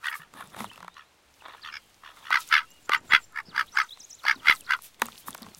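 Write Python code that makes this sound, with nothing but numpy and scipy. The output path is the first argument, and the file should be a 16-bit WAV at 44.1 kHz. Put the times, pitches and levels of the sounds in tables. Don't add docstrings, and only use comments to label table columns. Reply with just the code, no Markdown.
import sys
import numpy as np
from scipy import signal
from scipy.fft import rfft, irfft
from scipy.io import wavfile
from scipy.ndimage import uniform_filter1d

SR = 44100
rng = np.random.default_rng(int(sys.argv[2]) if len(sys.argv) > 2 else 0)


def how_loud(loudness_db):
    steps = np.asarray(loudness_db, float) / 20
    return 10 ** steps


def unload_wav(signal):
    wavfile.write(
        sys.argv[1],
        SR,
        np.round(np.clip(np.atleast_2d(signal).T, -1, 1) * 32767).astype(np.int16),
    )


N = 246519
TIME = np.arange(N) / SR


def level(x, db):
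    return x * how_loud(db) / np.sqrt(np.mean(x ** 2) + 1e-20)


def ring(x, hz, width_hz):
    return signal.lfilter(*signal.iirpeak(hz, hz / width_hz, fs=SR), x)


def ring_twice(x, hz, width_hz):
    return ring(ring(x, hz, width_hz), hz, width_hz)


def body(x, modes):
    out = 0
    for k, (hz, width_hz, db) in enumerate(modes):
        out = out + (-1) ** k * how_loud(db) * ring_twice(x, hz, width_hz) / np.sqrt(width_hz)
    return out


def colour(x, spectrum):
    hz, db = np.transpose(spectrum)
    f = np.fft.rfftfreq(len(x), 1 / SR) + 1
    return irfft(rfft(x) * how_loud(np.interp(np.log(f), np.log(hz), db)), len(x))


def walk(rate_hz):
    k = int(SR / rate_hz)
    steps = np.repeat(rng.standard_normal(N // k + 1), k)
    return 1.2 * uniform_filter1d(steps, k)[:N]


def crackle(rate_hz, spread_db):
    k = int(SR / rate_hz)
    at = np.arange(0, N - k, k)
    at = at + rng.integers(0, k, len(at))
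    hits = np.zeros(N)
    hits[at] = how_loud(spread_db * np.minimum(rng.exponential(size=len(at)), 3))
    return rng.standard_normal(N) * signal.lfilter([1], [1, -np.exp(-1 / k)], hits)


def bursts(rows, rise_db_s, fall_db_s, rest_db):
    t = TIME[::64]
    s, hold_s, db = np.transpose(rows)[:, :, None]
    db = db - rise_db_s * np.maximum(s - t, 0) - fall_db_s * np.maximum(t - s - hold_s, 0)
    power = np.sum(how_loud(db) ** 2, axis=0) + how_loud(rest_db) ** 2
    return np.interp(TIME, t, np.sqrt(power))


def add(out, s, x):
    i = int(s * SR)
    x = x[max(-i, 0):N - i]
    out[max(i, 0):max(i, 0) + len(x)] += x


# pitch_hz, density_db_per_hz
HUSH_SPECTRUM = [(12, -53.5), (20, 7.5), (32, -13.5), (75, -2), (146, -9.5), (664, -9.5), (831, -8.5),
                 (1460, -11.5), (1870, -12), (2340, -12), (9250, -24.5), (16200, -37)]


def hush():
    x = colour(rng.standard_normal(N), HUSH_SPECTRUM)
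    low = signal.lfilter(*signal.butter(2, 700, fs=SR), x)
    high = x - low
    return level(low * how_loud(2.0 * walk(2.1)) + high * how_loud(0.4 * walk(28)), -64)


# start_s, hold_s, level_db
GRASS_MOVES = [(0, .03, -71), (.058, 0.012, -50.5), (.155, 0.016, -52.5), (.34, 0.18, -63.5),
               (.59, 0.046, -52), (.66, 0.13, -63.5), (1.35, 0.96, -68), (2.15, 0.16, -62.5),
               (2.33, 0.021, -61), (2.4, 0.022, -45), (2.475, 0.018, -50), (2.55, 0.32, -66),
               (3.07, 0.17, -60.5), (3.55, 0.34, -63), (3.9, 0.97, -64.5), (4.46, .065, -52.5),
               (4.53, 0.018, -50), (4.6, 0.35, -66), (4.845, 0.022, -52.5), (5.03, 0.02, -52),
               (5.08, 0.14, -56.5), (5.28, .012, -54), (5.31, 0.092, -60.5), (5.42, 0.18, -63),
               (5.56, .03, -69)]
# pitch_hz, density_db_per_hz
RUSTLE_SPECTRUM = [(880, -23.5), (1500, -18.5), (2470, -11.5), (2920, -12.5), (3360, -10.5), (5050, -14.5),
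                   (12000, -17), (15300, -19.5), (16200, -14)]


def grass_rustle():
    low_grass, high_grass = [crackle(220, 4.2) + 1.6 * rng.standard_normal(N) for _ in range(2)]
    crossover = signal.butter(2, 6000, fs=SR)
    grass = high_grass + signal.lfilter(*crossover, low_grass - high_grass)
    rustle = level(colour(grass, RUSTLE_SPECTRUM), 1.2)
    return rustle * bursts(GRASS_MOVES, rise_db_s=435, fall_db_s=360.5, rest_db=-75)


# start_s, crack_db,
# pitch_hz
SNAPS = [(0.502, -47, 4000), (0.734, -43, 4000), (0.7588, -38, 2980), (0.943, -44, 4500),
         (1.341, -47.5, 5000), (1.9444, -46, 5000), (2.4067, -27, 10000), (2.477, -39, 7000),
         (2.489, -31.5, 7000), (2.7057, -42, 13000), (3.006, -50, 7050), (3.324, -45.5, 8970),
         (3.4325, -51, 10000), (3.6685, -44, 11900), (3.697, -53, 12000), (4.19, -53, 12500),
         (4.197, -55, 12500), (4.2355, -41, 12200), (4.355, -48, 12500), (4.5061, -24, 12000),
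         (4.552, -31.5, 8000), (4.56, -31, 7600), (4.6087, -28.5, 9050), (4.638, -45, 8000),
         (4.7091, -34, 9000), (4.767, -39, 10400), (4.777, -43, 11000), (4.8217, -29.5, 11600),
         (4.945, -44, 3440), (4.997, -38, 10600), (5.0573, -28, 12000), (5.0664, -28.5, 7000),
         (5.0846, -37, 9000), (5.121, -37.5, 4000), (5.129, -39, 3500), (5.157, -37.5, 3200),
         (5.179, -33.5, 4400), (5.1831, -36, 8500), (5.307, -28, 9500), (5.3297, -35, 3460),
         (5.365, -44, 7500), (5.371, -41, 11000), (5.379, -32, 7040), (5.4202, -38, 5000),
         (5.4215, -34, 12900), (5.43, -33, 4350), (5.461, -43, 6050), (5.4872, -44, 4000),
         (5.518, -50, 2450), (5.548, -29, 6200), (5.018, -19.5, 12000), (5.3463, -30, 12000),
         (5.035, -40, 12500), (5.585, -38, 9000), (.068, -29, 9500), (.22, -48, 12500), (.474, -41, 9000),
         (.679, -45, 7000), (.689, -48, 9000), (.735, -44, 10000), (.759, -44, 11000), (.775, -50, 12000),
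         (2.477, -32, 11000), (2.653, -50, 8000)]


def straw_snaps():
    out, t = np.zeros(N), TIME[:SR // 20]
    for s, crack_db, hz in SNAPS:
        air = rng.standard_normal(len(t))
        click = (air + 3 * (t == 0)) * how_loud(-60 * t / .004)
        click = ring_twice(click, hz, .5 * hz)
        add(out, s, click * how_loud(crack_db) / abs(click).max())
    return out


LAG_MS_PER_KHZ, LAG_MID_HZ, LAG_TOP_HZ = 1.8, 1700, 2600


def windpipe(modes, stretch, size):
    f, out = np.fft.rfftfreq(size, 1 / SR), 0
    for k, (hz, width_hz, db) in enumerate(modes):
        mode = 1j * f * width_hz / ((hz * stretch[:, None]) ** 2 - f ** 2 + 1j * f * width_hz)
        lag_s = LAG_MS_PER_KHZ * (min(hz, LAG_TOP_HZ) - LAG_MID_HZ) / 1e6
        late = np.exp(-2j * np.pi * f * lag_s)
        out = out + (-1) ** k * how_loud(db) * late * mode ** 2 / np.sqrt(width_hz)
    return out * (1j * f / (800 + 1j * f)) ** 3


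# pitch_hz, width_hz, level_db
CHEST = [(973, 139, -9.5), (1294, 150, -2)]
MIDDLE = [(2662, 290, -1), (2988, 200, -3), (3507, 340, -1), (4200, 270, -9.5)]
UPPER = [(5726, 130, -8.5), (6600, 380, -12.5)]
BILL_PER_MAIN = 2.29
CREST_MS, CREST_PER_SKEW = -1.5, 0.15
OPEN_DB, MAIN_PER_DB, MIDDLE_PER_DB = -21, 1.1, 1.56
LEAD_S = .16


def quack(call, throat, chance, air):
    _, flap_hz, db, swell_ms, fade_ms = call
    low_hz, main_hz, main_db, middle_db, bill_db = throat
    bill_hz, loud_db = BILL_PER_MAIN * main_hz, max(db - OPEN_DB, 0)
    main_db = main_db + MAIN_PER_DB * loud_db
    middle_db = middle_db + MIDDLE_PER_DB * loud_db

    size = air.shape[1]
    order = np.arange(len(air)) - len(air) // 2
    t = (np.arange(size) - size // 4) / SR
    flaps_s = order / flap_hz + .0003 * chance[0] * np.sqrt(abs(order)) - .0015

    late_ms = flaps_s * 1000 - (CREST_MS + CREST_PER_SKEW * (swell_ms - fade_ms))
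    away = abs(late_ms) / np.where(late_ms < 0, swell_ms, fade_ms)
    effort = 0.54 * how_loud(-14 * away ** 3.2) + 0.065 * how_loud(-6 * away ** 2)

    leak = .11 + .45 * (1 - effort[:, None]) ** 2
    puff = np.exp(-.5 * (t / np.where(t < 0, .0017, .0016)) ** 2)
    puff = puff + leak * np.cos(np.clip(t * flap_hz, -1, 1) * np.pi / 2)
    snap = 2.6 * np.exp(-.5 * (t / .00005) ** 2)
    drive = puff * air + snap

    stretch = 1 - .085 * (1 - effort) + .018 * chance[2]
    modes = [(low_hz, 290, 1.5), (main_hz, 200, main_db + 2)]
    modes += [(hz, w, d + middle_db) for hz, w, d in MIDDLE]
    modes += [(bill_hz, 550, bill_db)] + [(hz, w, d + bill_db) for hz, w, d in UPPER]
    modes += [(10650, 290, -41 + loud_db), (9100, 8100, -24)]
    tube = windpipe(modes, stretch, size)
    tube += windpipe(CHEST, 1 + 0.056 * chance[1], size) / (effort[:, None] + 0.0084) ** 0.43

    rings = irfft(rfft(drive) * tube)
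    expected = drive.std(axis=1) * np.sqrt(np.mean(abs(tube) ** 2, axis=1))
    rings *= (expected / rings.std(axis=1))[:, None]
    voice = np.zeros(int(.4 * SR))
    for start_s, gain, flap in zip(flaps_s, effort * how_loud(.9 * chance[1]), rings):
        add(voice, start_s + LEAD_S, gain * flap)
    peak_power = uniform_filter1d(voice ** 2, int(0.014 * SR)).max()
    return voice * how_loud(db) / np.sqrt(peak_power)


# strongest_flap_s, flap_hz, level_db, swell_ms, fade_ms
QUACKS = [
    [(2.5403, 77.1, -16.5, 19, 54.7), (3.1357, 74.8, -14, 18.9, 31.8), (3.5955, 63.7, -23.5, 37, 21.7),
     (3.7871, 67.7, -21.5, 23.4, 36.3), (4.2972, 66.8, -20, 32.4, 24.6), (4.4977, 77.56, -14.5, 34.4, 27.6)],
    [(2.3431, 68.4, -20, 27.6, 36.6), (2.9341, 70.5, -19.5, 23, 26.6), (4.7219, 74.2, -22, 24.5, 26)],
    [(0.1415, 77, -34.5, 39, 18), (3.3881, 71, -31.5, 34.5, 13.6)],
    [(0.07, 75.4, -29, 28.5, 25)],
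    [(0.981, 74.3, -46.5, 19, 50), (1.5075, 68.4, -53, 17, 110), (1.6616, 77.6, -39.5, 20.5, 40),
     (2.0627, 74.9, -46.5, 28, 53), (2.2693, 72.5, -42.5, 25, 24)],
    [(0.219, 68.7, -48.5, 26, 32), (0.4106, 66.85, -44.5, 57, 21)],
    [(1.7545, 73.2, -39.5, 36, 21.4)],
]
# low_mode_hz, main_mode_hz, main_db, middle_db, bill_db
THROATS = [(1707, 2149, -3.5, -14, -12), (1550, 2119, -2, -13, -14), (1846, 2226, -6.5, -20.5, -18.5),
           (1500, 1995, 1, -9.5, -15), (1217, 1896, -3.5, -6.5, -11), (1280, 1830, -5.5, -17, -40),
           (1760, 2320, 0, -5, -2)]


def ducks():
    out = np.zeros(N)
    calls = [(call, throat) for drake, throat in zip(QUACKS, THROATS) for call in drake]
    flaps, flap_samples = 17, 2800
    chances = rng.standard_normal((len(calls), 3, flaps))
    airs = rng.standard_normal((len(calls), flaps, flap_samples))
    for (call, throat), chance, air in zip(calls, chances, airs):
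        start_s = call[0] - LEAD_S - flap_samples // 4 / SR
        add(out, start_s, quack(call, throat, chance, air))
    t = TIME[:SR // 4]
    scatter = rng.standard_normal(len(t)) * how_loud(-60 * t / 0.054)
    return out + signal.fftconvolve(out, level(scatter, -50.5))[:N]


# start_s, hold_s, level_db
BRUSHES = [(.095, 0.0097, -50.5), (.155, .02, -51), (.185, 0.01, -58), (.6, 0.024, -58), (2.4, 0.012, -57),
           (2.475, 0.017, -58.5), (3.6, 0.014, -58), (3.91, 0.011, -61.5), (4.53, 0.074, -55),
           (4.835, 0.029, -49), (5.185, 0.021, -53), (5.275, 0.0099, -42), (5.575, .015, -58)]


def feather_brush():
    hiss = level(ring_twice(rng.standard_normal(N), 12000, 9000), 0)
    return hiss * bursts(BRUSHES, rise_db_s=1200, fall_db_s=900, rest_db=-120)


# start_s, hold_s, level_db
AIR_PUFFS = [(.17, 0.1, -68), (.36, 0.081, -54.5), (.59, 0.019, -47.5), (.66, 0.16, -62), (2.2, 1, -69),
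             (2.92, 0.25, -56), (3.49, 0.031, -55), (3.57, 0.066, -59.5), (3.7, 0.72, -71),
             (4.35, 0.035, -54), (4.44, 0.33, -62), (5.045, 0.027, -50.5), (5.29, 0.07, -54),
             (5.46, 0.0072, -49), (5.52, .07, -83)]


def air_rumble():
    rumble = level(ring(crackle(60, 2.5), 185, 230), -2.)
    return rumble * bursts(AIR_PUFFS, rise_db_s=226, fall_db_s=180.5, rest_db=-85)


# start_s, level_db, pitch_hz, t60_s
THUMPS = [(0.195, -41, 158, 0.12), (0.477, -45, 156, 0.095), (0.603, -25, 222, 0.12),
          (0.649, -32.5, 202, 0.097), (0.654, -44.5, 107, 0.21), (0.821, -45, 177.2, 0.31),
          (3.089, -38, 100.7, 0.074), (3.484, -22, 193, 0.023), (4.36, -32, 269.6, 0.077),
          (5.023, -30, 233, 0.2), (5.289, -20.5, 233, 0.024), (5.417, -27.5, 228, 0.067),
          (5.479, -28, 212, 0.04), (5.571, -45.5, 156, 0.14)]


def shell_thumps():
    out, t = np.zeros(N), TIME[:SR // 3]
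    push = 1 - np.exp(-t / .004)
    for s, db, hz, t60_s in THUMPS:
        add(out, s, 0.5 * how_loud(db - 60 * t / t60_s) * push * np.sin(2 * np.pi * hz * t))
    return out


# start_s, crack_db,
# shell_ring_db
TICKS = [(0.1965, -54, -49), (0.338, -39, -46.5), (0.408, -42, -39), (0.5455, -43, -41.5),
         (0.5656, -38, -42), (0.6051, -32, -32.5), (0.6431, -30.5, -31), (0.7144, -57, -46.5),
         (0.7771, -42, -44.5), (0.8041, -42, -45), (0.828, -41, -43), (0.846, -45, -44), (0.88, -41, -37.5),
         (1.4213, -61, -47.5), (1.483, -44, -43), (2.036, -55, -48), (2.3048, -28.5, -25.5),
         (2.894, -25, -24), (3.973, -44.5, -54), (4.2404, -46, -38), (4.252, -37, -30.5), (4.789, -45, -45),
         (4.9972, -44, -54), (5.019, -15.5, -18), (5.0577, -36, -46), (5.0842, -48, -38.5),
         (5.2825, -58, -32.5), (5.348, -30, -37), (5.4645, -43, -45.5)]
# pitch_hz, width_hz, level_db
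SHELL = [(644, 910, -8.5), (1067, 430, 0.5), (1340, 390, -5.5), (1900, 900, -6)]


def finger_ticks():
    out, t = np.zeros(N), TIME[:SR // 20]
    for s, crack_db, ring_db in TICKS:
        air = rng.standard_normal(len(t))
        blow = (air + 2.5 * (t == 0)) * how_loud(-60 * t / .009)
        crack = ring(blow, 4200, 3100) + 0.4 * ring(blow, 7600, 2900)
        shell = body(air * how_loud(-60 * t / .014) + 3 * (t == 0), SHELL)
        add(out, s, crack * how_loud(crack_db) / abs(crack).max() + shell * how_loud(ring_db + 8) / abs(shell).max())
    return out


# start_s, hold_s, level_db
SCUFFS = [(.375, 0.086, -49), (.53, 0.039, -49), (.59, 0.025, -37), (.64, 0.0081, -43.5), (.73, 0.16, -54),
          (1.445, 0.026, -47), (1.49, 0.069, -51), (2.05, 0.047, -56), (2.1, 0.093, -59.5),
          (2.17, 0.07, -52), (5.03, 0.03, -43.5), (5.07, 0.086, -64.5), (5.279, 0.017, -47.5),
          (5.36, 0.023, -56), (5.415, 0.02, -51.5), (5.47, 0.014, -59), (5.535, 0.0092, -59)]


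def scuffs():
    grit = crackle(200, 6.5)
    scrape = level(body(grit, SHELL), -1.5) + level(body(grit, [(3600, 700, 0)]), -10.)
    scrape += (TIME < .7) * level(body(grit, [(10000, 1700, 0), (13000, 1500, -6)]), -11.)
    return scrape * bursts(SCUFFS, rise_db_s=603, fall_db_s=700, rest_db=-120)


# note_share, pitch_hz, level_db
DIP = [(0, 8000, -13), (.58, 7100, -1.5), (1, 7350, 4)]
FLICK = [(0, 5300, 0.6), (1, 6250, -1.5)]
SWOOP = [(0, 7530, -30.5), (.15, 8270, -10.5), (.31, 6190, 0), (.49, 4900, -7), (1, 7000, -3)]
ARCH = [(0, 4010, -2), (.42, 6200, -9), (.7, 4300, 4.5), (1, 3660, -6)]
HUMP = [(0, 5200, -4), (.3, 5900, -1.5), (.55, 6150, 0), (1, 5050, -1.5)]
# shape, then rows of start_s, length_s, pitch_factor, level_db
SONG = [
    (DIP, [(2.68, .04, 1.01, -67), (2.82, .04, .985, -64), (2.95, .035, .98, -61), (3.068, .044, 1.005, -57), (3.2, .05, 1.005, -58)]),
    (FLICK, [(2.712, .008, 1.04, -63), (2.85, .01, 1.005, -65), (2.975, .011, .96, -63), (3.24, .012, .995, -59)]),
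    (SWOOP, [(3.984, .068, .99, -47), (4.09, .062, 1.01, -47)]),
    (HUMP, [(1.674, .028, .535, -49), (2.225, .025, .58, -57), (3.8, .03, 1.01, -55), (.694, .028, .51, -53), (1.617, .013, .82, -53), (3.455, .01, .86, -62), (3.466, .013, .89, -58), (3.48, .012, .89, -58), (3.72, .035, 1.005, -53)]),
    (ARCH, [(4.233, .03, 1.04, -51), (4.338, .03, .99, -56), (4.545, .032, .93, -57), (4.646, .03, .95, -55)]),
]
# start_s, length_s, from_hz, to_hz, level_db
SLIDES = [(.9, .08, 3500, 4200, -66), (2.41, .04, 3800, 3600, -60), (.657, .014, 4540, 2700, -55),
          (.673, .012, 2750, 2950, -58), (.722, .025, 2600, 2750, -59), (1.025, .065, 3300, 4200, -74),
          (1.612, .008, 3260, 4800, -58), (1.628, .018, 4900, 2910, -52), (1.405, .014, 3000, 2500, -62),
          (1.66, .012, 4000, 4900, -60), (3.832, .016, 9500, 5900, -58), (2.66, .13, 2800, 2860, -66),
          (3.49, .033, 5000, 2780, -57), (3.668, .008, 2900, 4300, -63), (3.676, .008, 2700, 4400, -60),
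          (3.682, .012, 3200, 4150, -56), (3.742, .03, 8300, 6060, -55), (3.75, .025, 9210, 6850, -60),
          (3.82, .028, 8500, 5840, -57), (3.885, .012, 3200, 3790, -57), (3.908, .037, 3300, 4150, -46),
          (4.185, .025, 4500, 2900, -56), (4.39, .022, 3740, 2690, -59), (4.598, .027, 3600, 2500, -55),
          (5.05, .01, 3200, 2500, -58), (5.06, .022, 2500, 3200, -57), (5.21, .065, 2900, 3900, -67),
          (5.5, .06, 4500, 3800, -70)]


def notes():
    out = []
    for shape, rows in SONG:
        share, hz, shape_db = np.transpose(shape)
        for s, length_s, factor, db in rows:
            out.append((s + length_s * share, factor * hz, db + shape_db))
    share = np.array([0, .5, 1])
    for s, length_s, from_hz, to_hz, db in SLIDES:
        hz = from_hz + (to_hz - from_hz) * share
        out.append((s + length_s * share, hz, db - 2 * abs(2 * share - 1)))
    return out


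def birds():
    out = np.zeros(N)
    wobble = walk(160)
    for s, hz, db in notes():
        t = np.arange(s[0] - .002, s[-1] + .003, 1 / SR)
        glide_hz = uniform_filter1d(np.interp(t, s, hz), size=200)
        glide_hz *= 1 + .016 * wobble[int(t[0] * SR):][:len(t)]
        phase = 2 * np.pi * np.cumsum(glide_hz) / SR
        edge = np.clip(np.minimum(t - t[0], t[-1] - t) / 0.0029, 0, 1)
        tone = np.sin(phase) + .025 * np.sin(2 * phase)
        add(out, t[0], np.sqrt(2) * edge * how_loud(np.interp(t, s, db)) * tone)
    t = TIME[:SR // 3]
    trees = rng.standard_normal(len(t)) * how_loud(-60 * t / 1.2)
    echo = signal.fftconvolve(out, level(trees, -52))[:N]
    return out * how_loud(3 * walk(240) + 1) + echo


# start_s, level_db
POPS = [
    (2.343, -32),
    (3.1359, -19),
    (4.4967, -19),
]


def capsule_pops():
    out, t = np.zeros(N), TIME[:SR // 3]
    for s, db in POPS:
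        add(out, s, how_loud(db) * np.exp(-t / .0007) * (t / .00085 - 1))
    return out


def scene():
    animals = ducks() + birds()
    grass_and_air = grass_rustle() + air_rumble() + feather_brush()
    handling = scuffs() + finger_ticks() + straw_snaps() + shell_thumps() + capsule_pops()
    return (animals + grass_and_air + handling + hush())[None, :]


def roll_off(x):
    return signal.sosfilt(signal.butter(12, 16640, fs=SR, output="sos"), x)


def record(dry):
    sag = signal.lfilter([.0001], [1, -.9999], dry ** 2)
    wet = np.tanh(0.7 * dry) / 0.57 - 0.039 * dry ** 2 - 0.45 * sag
    top_cut = signal.ellip(8, .2, 45, 15800, fs=SR, output="sos")
    mix = signal.sosfilt(top_cut, wet)
    return roll_off(mix)


dry = scene()
out = record(dry)
unload_wav(out)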